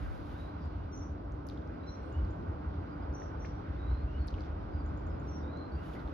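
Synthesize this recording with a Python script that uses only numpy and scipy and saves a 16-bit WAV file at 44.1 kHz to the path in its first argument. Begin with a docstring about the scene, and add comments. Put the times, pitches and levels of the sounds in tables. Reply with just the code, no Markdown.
"""A diesel train, still far off down the line from an open station platform, heard as a roar and a hum.
The roar is noise in octave bands that swell a little apart; the hum is two sines of wandering pitch.
Narrow-band noise and short decaying swings make low gusty throbs; an airy noise hiss swells at both ends.
Gliding near-sines make small birds whistle and tick in the trees, partly returned as decaying echoes.
Dry clicks close to the microphone are short rings that dive in pitch, trailed by fine crackle."""
import sys
import numpy as np
from scipy import signal
from scipy.fft import rfft, irfft, next_fast_len
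from scipy.io import wavfile

SR = 44100
rng = np.random.default_rng(int(sys.argv[2]) if len(sys.argv) > 2 else 0)


def put_to_file(sound):
    """Save the sound as 16-bit audio at rate SR, in the file named by the first command-line argument."""
    columns = np.atleast_2d(sound).T  # one column per channel
    safe = np.clip(columns, -1, 1)
    whole_steps = np.round(safe * 32767)
    wavfile.write(sys.argv[1], SR, whole_steps.astype(np.int16))


N = 270333   # length in samples


def amp(db):
    """Decibel law: 20 dB is a factor of ten in amplitude."""
    return 10 ** (np.asarray(db) / 20)


def rms_one(x):
    """Normalization of the root-mean-square value to 1."""
    return x / np.sqrt(np.mean(x ** 2) + 1e-20)


def in_time(rows):
    """Linear interpolation of each column between the times in the first one."""
    s, *columns = np.transpose(rows)
    return [np.interp(np.arange(N) / SR, s, column) for column in columns]


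def band_pass(x, low_hz, high_hz, order=2):
    """Band limitation by a Butterworth filter."""
    return signal.sosfilt(signal.butter(order, [low_hz, high_hz], "band", fs=SR, output="sos"), x)


def drift(rate):
    """Random modulation: low-passed noise of rms 1, with two poles at rate in Hz."""
    step = 40   # samples between computed values
    pole = np.exp(-2 * np.pi * rate * step / SR)
    noise = rng.standard_normal(N // step + 2002)
    slow = signal.lfilter([1], [1, -2 * pole, pole ** 2], noise)[2000:]   # settled part only
    return np.interp(np.arange(N) / step, np.arange(len(slow)), rms_one(slow))


def panned(x, pan_db, lead_s=0.):
    """Stereo by level and time difference: the left is louder by pan_db and earlier by lead_s."""
    at = np.arange(N)
    left = np.interp(at + lead_s * SR, at, x)
    return np.array([amp(pan_db / 2) * left, amp(-pan_db / 2) * x])


def echoes(x, t60):
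    """Scattering from trees and fences: exponentially decaying noise tails, independent on each side."""
    t = np.arange(round(.3 * SR)) / SR
    tails = rng.standard_normal((2, len(t))) * amp(-60 * t / t60) * (t > .004)
    tails /= np.sqrt(np.sum(tails ** 2, axis=1, keepdims=True))   # unit energy
    return signal.fftconvolve(x[None], tails, axes=1)[:, :N]


# Low rumble between the buffets. Each row: time in seconds, rms level in dB.
THROB_LEVEL = [(0.0, -36), (0.15, -47), (0.53, -41.5), (1.33, -43), (2.03, -44), (2.24, -40), (2.49, -43),
               (3.46, -42), (3.82, -41.5), (4.08, -35.5), (4.42, -38.5), (4.56, -40), (4.97, -38),
               (5.57, -43), (6.13, -45)]
# Low buffets, probably wind over the microphone.
# Each row: time of the peak in seconds, peak of the fundamental in dB, pitch in Hz, rise (Gaussian) in seconds.
BUFFETS = [(0.035, -42, 64.6, 0.0034), (0.671, -29, 70.6, 0.012), (1.691, -31.5, 73, 0.015),
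           (2.188, -26, 71.7, 0.02), (2.24, -29.5, 55.5, 0.025), (2.313, -32, 61.4, 0.015),
           (2.501, -29.5, 88.7, 0.023), (2.684, -30.5, 72.4, 0.013), (2.786, -34.5, 69, 0.027),
           (3.109, -31, 66.5, 0.019), (3.405, -32, 67.4, 0.023), (3.85, -36, 58.4, .01),
           (3.931, -25, 62.3, 0.037), (3.994, -31, 68.7, 0.015), (4.046, -27.5, 57.4, 0.0081),
           (4.212, -26, 67, 0.015), (4.34, -32.5, 75.5, 0.013), (4.756, -28.5, 70, 0.016),
           (5.113, -33, 76.3, 0.041), (5.18, -40, 65.5, 0.013), (5.462, -33.5, 74.8, 0.065),
           (5.763, -29, 71, 0.024), (6.06, -31, 59.6, 0.011)]
# Eddies, opposite in sign in the two channels. Each row: time in seconds, mean level in dB.
EDDIES_LEVEL = [(0, -45), (.3, -52), (.6, -73.5), (2.2, -86.5), (2.4, -52.5), (2.6, -73), (3.5, -68),
                (3.75, -57.5), (4.3, -66.5), (4.7, -52), (5.0, -60), (5.7, -72.5)]
BUFFET_FALL_S = 0.0084   # Gaussian fall of a buffet of -32 dB
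FALL_GROWTH = 0.89   # stronger buffets die away more slowly, dB of time per dB
BUFFET_OCTAVE_DB = -17   # lopsided swings add the octave


def buffets():
    """Transient oscillation: a few low swings under a Gaussian rise and a Gaussian fall."""
    out, t = np.zeros(N), np.arange(N) / SR
    start_phases = rng.uniform(0, 2 * np.pi, len(BUFFETS))
    for (s, db, hz, rise_s), start_phase in zip(BUFFETS, start_phases):
        near = slice(max(round((s - .15) * SR), 0), round((s + .2) * SR))
        since = t[near] - s
        fall_s = BUFFET_FALL_S * amp(FALL_GROWTH * (db + 32.0))
        shape = np.exp(-.5 * (since / np.where(since < 0, rise_s, fall_s)) ** 2)
        phase = 2 * np.pi * hz * since + start_phase
        swings = np.sin(phase) + amp(BUFFET_OCTAVE_DB) * np.cos(2 * phase)
        out[near] += amp(db) * shape * swings
    return out


def throb():
    """Modulated narrow-band noise with buffets, common to both channels, plus antiphase eddies."""
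    level_db, = in_time(THROB_LEVEL)
    eddies_db, = in_time(EDDIES_LEVEL)
    shared, own = band_pass(rng.standard_normal((2, N)), 48, 90)
    rumble = rms_one(shared * amp(2.0 * drift(9.3))) * amp(level_db)
    eddies = rms_one(own) * amp(eddies_db + 2.5 * drift(6.7))
    return rumble + buffets() + eddies * np.array([[1], [-1]])


# Airy hiss in the treble. Each row: time in seconds, mean level in dB.
AIRY_LEVEL = [(0, -69), (.42, -70.5), (.56, -88.5), (5.1, -102), (5.28, -78), (5.5, -100), (5.66, -99),
              (5.71, -79), (5.86, -72.5), (5.94, -67.5), (5.98, -75), (6.13, -79)]


def airy():
    """Broad-band noise, grainy by fast modulation, strongest low down; precedence places it at the left."""
    level_db, = in_time(AIRY_LEVEL)
    grainy = amp(1.3 * drift(250.0)) * rng.standard_normal((2, N))
    shared, own = band_pass(grainy, 1300, 13800)
    hiss = shared + 0.2 * own * np.array([[1], [-1]])
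    lower_part = signal.sosfilt(signal.butter(2, 4000, fs=SR, output="sos"), hiss)
    hiss = hiss + amp(8.5) * lower_part
    hiss[1] = np.roll(hiss[1], 1)   # it reaches the right microphone a sample later
    return rms_one(hiss) * amp(level_db + 2.1 * drift(6.4))


def whistles(notes, flutter_db, wobble_hz, swell_db, fade_db, scoop_hz=0, scoop_s=.01,
             glide_hz_per_s=0, overtone_db=-60):
    """Frequency modulation: near-sines scoop into pitch, glide, swell and fade; scattering makes them flutter."""
    out = np.zeros(N)
    flutter = amp(flutter_db * (.7 * drift(20.0) + .7 * drift(90.0)))
    wobble = wobble_hz * drift(90.0)
    scoops = np.broadcast_to(scoop_hz, len(notes))
    glides = np.broadcast_to(glide_hz_per_s, len(notes))
    for (s, length, hz, db, loudest), scoop, glide in zip(notes, scoops, glides):
        at, t = round(s * SR), np.arange(round(length * SR)) / SR
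        pitch = hz + scoop * np.exp(-t / scoop_s) + glide * t + wobble[at:at + len(t)]
        phase = 2 * np.pi * np.cumsum(pitch) / SR
        below_peak_db = np.interp(t / length, [0, np.clip(loudest, .02, .98), 1], [swell_db, 0, fade_db])
        ends = np.clip(np.minimum(t, length - t) / .007, 0, 1)
        voice = np.sin(phase) + amp(overtone_db) * np.sin(2 * phase)
        out[at:at + len(t)] += np.sqrt(2) * amp(db - below_peak_db) * ends * voice
    return out * flutter


def sung(curves, flutter_db, wobble_hz, overtone_db=-60):
    """Frequency modulation: near-sines follow pitch and level curves; scattering makes them flutter."""
    out, wobble = np.zeros(N), wobble_hz * drift(90.0)
    for s, hz, db in map(np.transpose, curves):
        t = np.arange(round((s[-1] - s[0]) * SR)) / SR
        at = round(s[0] * SR)
        near = slice(at, at + len(t))
        pitch = np.interp(t + s[0], s, hz) + wobble[near]
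        phase = 2 * np.pi * np.cumsum(pitch) / SR
        ends = np.clip(np.minimum(t, t[-1] - t) / .004, 0, 1)
        voice = np.sin(phase) + amp(overtone_db) * np.sin(2 * phase)
        out[near] += np.sqrt(2) * amp(np.interp(t + s[0], s, db)) * ends * voice
    return out * amp(flutter_db * drift(150.0))


# Faint far-off birds that blur together: notes per second, lowest note level in dB, range of first pitches in Hz.
TWITTER_PER_S, TWITTER_FLOOR_DB, TWITTER_HZ = 30.0, -92, (4200, 5700)


def twitter():
    """Random superposition: short faint notes at chance moments and pitches, falling or rising."""
    count = round(TWITTER_PER_S * N / SR)
    moment, length, pitch, level, glide = rng.random((count, 5)).T
    notes = np.transpose([moment * (N / SR - .1),
                          .02 + .06 * length,
                          np.interp(pitch, [0, 1], TWITTER_HZ),
                          TWITTER_FLOOR_DB + 6 * level,
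                          np.full(count, .4)])
    return whistles(notes, 4.0, 120, swell_db=6, fade_db=6, glide_hz_per_s=12000 * (glide - .7))


# Upward ticks of a small bird. Each row: start in seconds, peak in dB.
TICK_TIMES = [(2.123, -65), (2.305, -66.5), (4.859, -65), (4.972, -66), (5.065, -66), (5.196, -68)]


def ticks():
    """Linear chirp: each tick sweeps upward within a hundredth of a second."""
    out, t = np.zeros(N), np.arange(round(.009 * SR)) / SR
    sweep = np.hanning(len(t)) * signal.chirp(t, 5800, t[-1], 7900)
    for s, db in TICK_TIMES:
        at = round(s * SR)
        out[at:at + len(t)] += amp(db) * sweep
    return out


# Whistles that climb in steps, one curve each. Each row of a curve: time in seconds, pitch in Hz, level in dB.
RISING_CURVES = [
    [(.3, 3540, -80), (.345, 3570, -77), (.37, 3800, -74), (.422, 3940, -71), (.462, 3880, -77),
     (.49, 4060, -80), (.55, 4140, -86)],
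    [(1.8, 3850, -87), (1.836, 3950, -73), (1.847, 4000, -79), (1.89, 4070, -62.5), (1.93, 4070, -79),
     (1.95, 4100, -81.5), (2.01, 4130, -79.5), (2.056, 4155, -84)],
    [(3.755, 3350, -80), (3.787, 3800, -76.5), (3.855, 3860, -73), (3.875, 3940, -74), (3.913, 4030, -72),
     (3.927, 4060, -85), (3.94, 4050, -71.5), (3.975, 4200, -81), (4.05, 4240, -81)],
    [(5.418, 3560, -88), (5.435, 3740, -70), (5.465, 3730, -80.5), (5.505, 3910, -72), (5.528, 4120, -76),
     (5.562, 3980, -70), (5.584, 4220, -69), (5.63, 4100, -73), (5.692, 4240, -82)],
]
# Low rising notes that follow the whistles. Each row: start in seconds, length in seconds,
# first pitch in Hz, loudest level in dB, loudest point as a share of the length.
LOW_NOTES = [(.78, 0.07, 2800, -78, .5), (2.07, 0.16, 2706, -73, 0.65), (4.07, 0.12, 2716, -71.5, 0.74),
             (5.75, 0.14, 2700, -73, 0.31)]
# Short notes, mostly falling. 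Each row: start in seconds, length in seconds, pitch in Hz, loudest level in dB,
# loudest point as a share of the length, starting offset of the pitch in Hz, sag in Hz per second.
SHORT_NOTES = [(.11, 0.091, 4200, -82, .3, 0, 500), (0.283, 0.072, 3150, -76, .6, 0, 4002),
               (0.3, .025, 3950, -75, .4, 100, 3000), (0.574, 0.084, 5060, -75, .4, -150, 5996),
               (0.663, 0.04, 4240, -78, 0.28, -150, 3000), (2.887, 0.053, 4780, -73.5, 0.7, 505, 502),
               (3.014, 0.029, 4830, -72.5, 0.51, 300, 299), (3.32, .045, 4950, -89, .6, 148, 2002),
               (4.186, 0.07, 4580, -71, 0.32, -350, 5000), (4.715, 0.11, 4940, -75.5, 0.43, -150, 2987.5),
               (5.092, 0.071, 5100, -77.5, 0.44, 300, 1008), (5.395, 0.045, 4750, -76.5, .4, -200, -2000),
               (5.714, 0.064, 4660, -69, 0.65, -300, 2497), (5.943, 0.059, 1925, -65, .4, 0, -4000)]
LOW_CLIMB_HZ_PER_S, SHORT_SCOOP_S = 2200, 0.011


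def songbird():
    """Superposition of pitch glides: rising whistles, low notes and short notes of a bird farther off."""
    *short, scoop_hz, sag = np.transpose(SHORT_NOTES)
    rising = sung(RISING_CURVES, 3.8, 45)
    low = whistles(LOW_NOTES, 3.5, 35, swell_db=5, fade_db=6, glide_hz_per_s=LOW_CLIMB_HZ_PER_S)
    brief = whistles(np.transpose(short), 4.0, 65, swell_db=8.5, fade_db=4,
                     scoop_hz=scoop_hz, scoop_s=SHORT_SCOOP_S, glide_hz_per_s=-sag)
    return rising + low + brief


# Lower voice of two-voiced calls. Each row of a curve: time in seconds, pitch in Hz, level in dB.
LOWER_VOICE = [
    [(.915, 5930, -77), (.937, 5710, -59.5), (.979, 5711, -79), (1.009, 5660, -64.5), (1.035, 5460, -66),
     (1.05, 5360, -90)],
    [(1.863, 5770, -74), (1.878, 5590, -67.5), (1.946, 5640, -65.5), (1.964, 5550, -81), (2.03, 5410, -84)],
    [(3.14, 5880, -82), (3.154, 5660, -72), (3.216, 5640, -69), (3.24, 5570, -70), (3.265, 5500, -73),
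     (3.295, 5520, -78)],
    [(3.392, 5930, -76), (3.41, 5820, -66), (3.5, 5600, -73.5), (3.512, 5660, -91), (3.525, 5700, -85),
     (3.59, 5700, -80)],
    [(5.268, 5830, -74), (5.292, 5790, -67.5), (5.34, 5630, -64), (5.364, 5644, -61.5), (5.39, 5350, -75),
     (5.415, 5500, -73.5)],
]
# Upper voice of the calls. Each row of a curve: time in seconds, pitch in Hz, level in dB.
UPPER_VOICE = [
    [(.922, 6120, -73), (.985, 6125, -66), (1.01, 6070, -77), (1.03, 6000, -68), (1.07, 5980, -87)],
    [(1.878, 5860, -84), (1.909, 5940, -73.5), (1.935, 6080, -79), (1.985, 6135, -84), (2.0, 6120, -92)],
    [(3.133, 5990, -84), (3.145, 5945, -67), (3.18, 5970, -69), (3.211, 6075, -72), (3.24, 6000, -74),
     (3.28, 6000, -86)],
    [(3.408, 5850, -76), (3.428, 6020, -71), (3.45, 6070, -82), (3.5, 6055, -87)],
    [(5.27, 6060, -81), (5.336, 6068, -77), (5.4, 6095, -84)],
]


def two_voices():
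    """Two independent oscillators: a falling lower voice with an arching one just above it."""
    return sung(LOWER_VOICE, 2.5, 35, overtone_db=-36.0) + sung(UPPER_VOICE, 4.7, 55, overtone_db=-30.0)


# Thin high notes. Each row: start in seconds, length in seconds, first pitch in Hz,
# loudest level in dB, loudest point as a share of the length.
HIGH_NOTES = [(2.01, 0.13, 8250, -70, .7)]


def birds():
    """Direct and scattered sound: four panned singers and a far twitter, partly returned by the trees."""
    near, far, tick = two_voices(), songbird(), ticks()
    high = whistles(HIGH_NOTES, 3.0, 30, swell_db=7, fade_db=2, glide_hz_per_s=-1500)
    direct = panned(near, 1.5, lead_s=.00006) + panned(far, 8.4, lead_s=.00004)
    direct += panned(high, .1, lead_s=.00006) + panned(tick, .1, lead_s=.00004)
    returned = amp(-4) * echoes(near, t60=.33) + amp(-2) * echoes(far, t60=0.3)
    returned += amp(-3) * echoes(tick, t60=.2)
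    return direct + returned + echoes(twitter(), t60=.25)   # the twitter is heard only scattered


# Dry clicks nearby. Each row: start in seconds, peak of the ring in dB, ring pitch in Hz, left minus right in dB.
CLICK_RINGS = [(.656, -65, 7000, 2), (.962, -53, 5600, -1), (1.321, -57, 5960, -2), (1.468, -56, 6000, -13),
               (1.468, -59, 12300, 0), (1.472, -53, 9800, -1), (1.485, -56, 12500, 0),
               (1.488, -45, 4620, 6), (1.499, -46.5, 3700, 8), (1.4995, -61, 10300, 0),
               (1.575, -53, 3400, 5), (1.621, -60.5, 3500, 11), (1.512, -67, 5000, 3),
               (1.535, -68, 9800, 9), (1.675, -61, 5170, 7), (1.841, -59, 2500, -2), (1.881, -63, 4600, 0),
               (2.045, -74, 7000, 4), (2.25, -56.5, 4440, 2), (2.278, -72, 7000, 1), (3.128, -64, 4820, 15),
               (3.219, -47.5, 1700, -6), (3.221, -60, 3000, -2), (3.445, -49.5, 1160, 3),
               (3.447, -43.5, 1770, 1), (3.45, -43.5, 2180, 2), (4.273, -49.5, 9300, -1),
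               (4.28, -50, 4830, -19), (4.2847, -42.5, 4070, 10), (4.292, -73, 9400, -1),
               (4.309, -58, 4300, 2), (4.341, -46, 2930, 4), (4.349, -53, 2600, -4), (4.378, -58, 4000, 1),
               (4.384, -49.5, 2200, 3.5), (4.398, -56, 4200, -2), (4.407, -48.5, 4360, 3),
               (4.438, -54, 3400, 0), (4.461, -62, 5100, 8), (4.481, -63, 2300, 0), (5.241, -65.5, 5000, 5),
               (5.573, -63, 6000, -8), (5.833, -63, 2850, 2), (5.908, -58, 2870, 0), (5.937, -54, 3340, -8),
               (5.994, -54, 3700, 3), (6.001, -61, 3860, -15), (6.076, -53, 3470, -4),
               (6.084, -60, 3700, 0)]
CLICK_CYCLES, CLICK_DIVE = 1.27, 0.16   # cycles to the ring's peak; share by which it starts above its pitch
# Bright edge: dB against the ring at 4 kHz, gain per octave of ring pitch, low-pass of its noise.
EDGE_DB, EDGE_DB_PER_OCTAVE, EDGE_CUT_HZ = -20, 6.0, 9100
# Crackle: grains per second, decay time constant in seconds, dB against the ring before band-pass and gain.
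CRACKLE_PER_S, CRACKLE_S, CRACKLE_DB = 600, .05, -18


def crackle(trail):
    """Shot noise: random grains, fewer than the samples, under exponentially decaying trails."""
    decay = np.exp(-1 / (CRACKLE_S * SR))
    envelope = signal.lfilter([1], [1, -decay], trail + 1e-18)
    grains = envelope * (rng.random(N) < CRACKLE_PER_S / SR) * rng.standard_normal((2, N))
    return band_pass(grains, 2200, 6000, order=4) * amp(14)


def clicks():
    """Damped resonance: each dry ring dives in pitch, with a thin bright noise edge and trailing crackle."""
    out, trail = np.zeros((2, N)), np.zeros(N)
    t = np.arange(round(.008 * SR)) / SR
    noise = rng.standard_normal((len(CLICK_RINGS), 2, len(t)))
    grit = signal.lfilter(*signal.butter(2, EDGE_CUT_HZ, fs=SR), noise)
    for (s, db, hz, pan_db), (shared, own) in zip(CLICK_RINGS, grit):
        age = t * hz / CLICK_CYCLES
        cycles = hz * t + CLICK_DIVE * CLICK_CYCLES * (1 - np.exp(-age))
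        ring = np.sin(2 * np.pi * cycles) * age * np.exp(1 - age)
        edge = amp(EDGE_DB + EDGE_DB_PER_OCTAVE * np.log2(hz / 4000)) * np.exp(-t / 0.001)
        common = np.outer(amp([pan_db / 2, -pan_db / 2]), ring + edge * shared)
        opposite = np.outer([1, -1], 1.5 * edge * own)
        at = round(s * SR)
        out[:, at:at + len(t)] += amp(db) * (common + opposite)
        trail[at] = amp(db + CRACKLE_DB)
    out += crackle(trail)
    return out + amp(-8) * echoes(out.mean(axis=0), t60=.16)


# Engine hum. Each row: pitch in Hz, level in dB, rms wander of the pitch in Hz.
HUM_TONES = [(291.5, -54.5, 1.48), (591.4, -66.5, 4.0)]


def tone(hz, wobble_hz, rate):
    """Random frequency modulation of a sine of rms 1."""
    return np.sqrt(2) * np.sin(2 * np.pi * np.cumsum(hz + wobble_hz * drift(rate)) / SR)


def hum():
    """Propagation through moving air: the long way makes the engine tones unsteady."""
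    tones = sum(amp(db + 0.093 * drift(34.0)) * tone(hz, wander_hz, rate=8.4)
                for hz, db, wander_hz in HUM_TONES)
    return panned(tones, 0.0, lead_s=-0.00057)


# Distant roar of train and town. Each row: time in seconds, level in dB, lift of its treble in dB.
ROAR_LEVEL = [(0, -45.5, 4), (0.6, -46, 2.5), (1.14, -46, -1), (2.09, -45, 1.5), (3.15, -43.5, 0),
              (3.7, -45, 2.5), (4.5, -45, 2), (5.6, -43, -0.5), (6.13, -44, 1.5)]
# Colour of the roar. Each row: frequency in Hz, relative spectral density in dB.
ROAR_SPECTRUM = [(60, -8.5), (150, 3), (230, -1), (320, 2.5), (360, -3.5), (540, -5.5), (750, -6),
                 (1550, -15), (1720, -22.5), (2300, -28.5), (4800, -39), (6000, -47.5), (7200, -58),
                 (12500, -61.5)]
# How the two microphones hear it. Each row: frequency in Hz, likeness from 0 to 1,
# phase lead of the left in radians, left minus right in dB.
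MICROPHONE_PAIR = [(59.7, 1, -1, 1), (169, 0.87, 0.09, 1.5), (386, 0.89, 1, -0.5), (450, 0.1, -1.5, 2.5),
                   (750, 0.48, -3, -1), (1180, 0.5, -4.5, -4), (1515, 0.7, -5, -8), (1840, 0.99, -4.5, 6),
                   (2140, 0.6, -7, -0.5), (3940, 0, -2.5, 4), (6060, 0.83, -1, 3),
                   (9400, 0.91, -39.5, -2.5), (10700, 0.1, 2, 2), (12400, 0.7, -24.5, 0.5)]


def roar():
    """Partly coherent diffuse field: broad noise in octave bands that swell a little apart."""
    level_db, lift_db = in_time(ROAR_LEVEL)
    size = next_fast_len(N)
    hz = np.maximum(np.fft.rfftfreq(size, 1 / SR), 1)

    def over_log_hz(table, column):
        table = np.array(table)
        return np.interp(np.log(hz), np.log(table[:, 0]), table[:, column])

    shared, apart = rfft(rng.standard_normal((2, size)))
    alike = np.clip(over_log_hz(MICROPHONE_PAIR, 1), 0, 1)
    lead = np.exp(1j * over_log_hz(MICROPHONE_PAIR, 2))
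    balance = amp(over_log_hz(MICROPHONE_PAIR, 3) / 2)
    left = (alike * lead * shared + np.sqrt(1 - alike ** 2) * apart) * balance
    both = np.array([left, shared / balance]) * amp(over_log_hz(ROAR_SPECTRUM, 1))
    out = 0
    for octave in range(6, 15):   # centred on 2 ** octave Hz
        window = np.cos(np.pi / 2 * np.clip(np.log2(hz) - octave, -1, 1)) ** 2
        band = irfft(both * window, size)[:, :N]
        swell_db = .55 * drift(1.5) + .9 * drift(8.0)
        treble_share = np.clip((octave - 9) / 2, 0, 1)
        out = out + band * amp(swell_db + lift_db * treble_share)
    return rms_one(out) * amp(level_db)


def scene():
    """Linear superposition of all sources."""
    return throb() + airy() + birds() + clicks() + hum() + roar()


def record(dry):
    """Linear filtering: the microphone drops the deepest bass, dips in the treble and cuts the top."""
    thin = signal.sosfilt(signal.butter(2, 32, "high", fs=SR, output="sos"), dry)
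    thin = thin - .7 * signal.lfilter(*signal.iirpeak(8300, 5.0, fs=SR), thin)
    # 40 dB down from 14.7 kHz upward
    return signal.sosfilt(signal.cheby2(10, 40, 14700, fs=SR, output="sos"), thin)


dry = scene()
out = record(dry)
put_to_file(out)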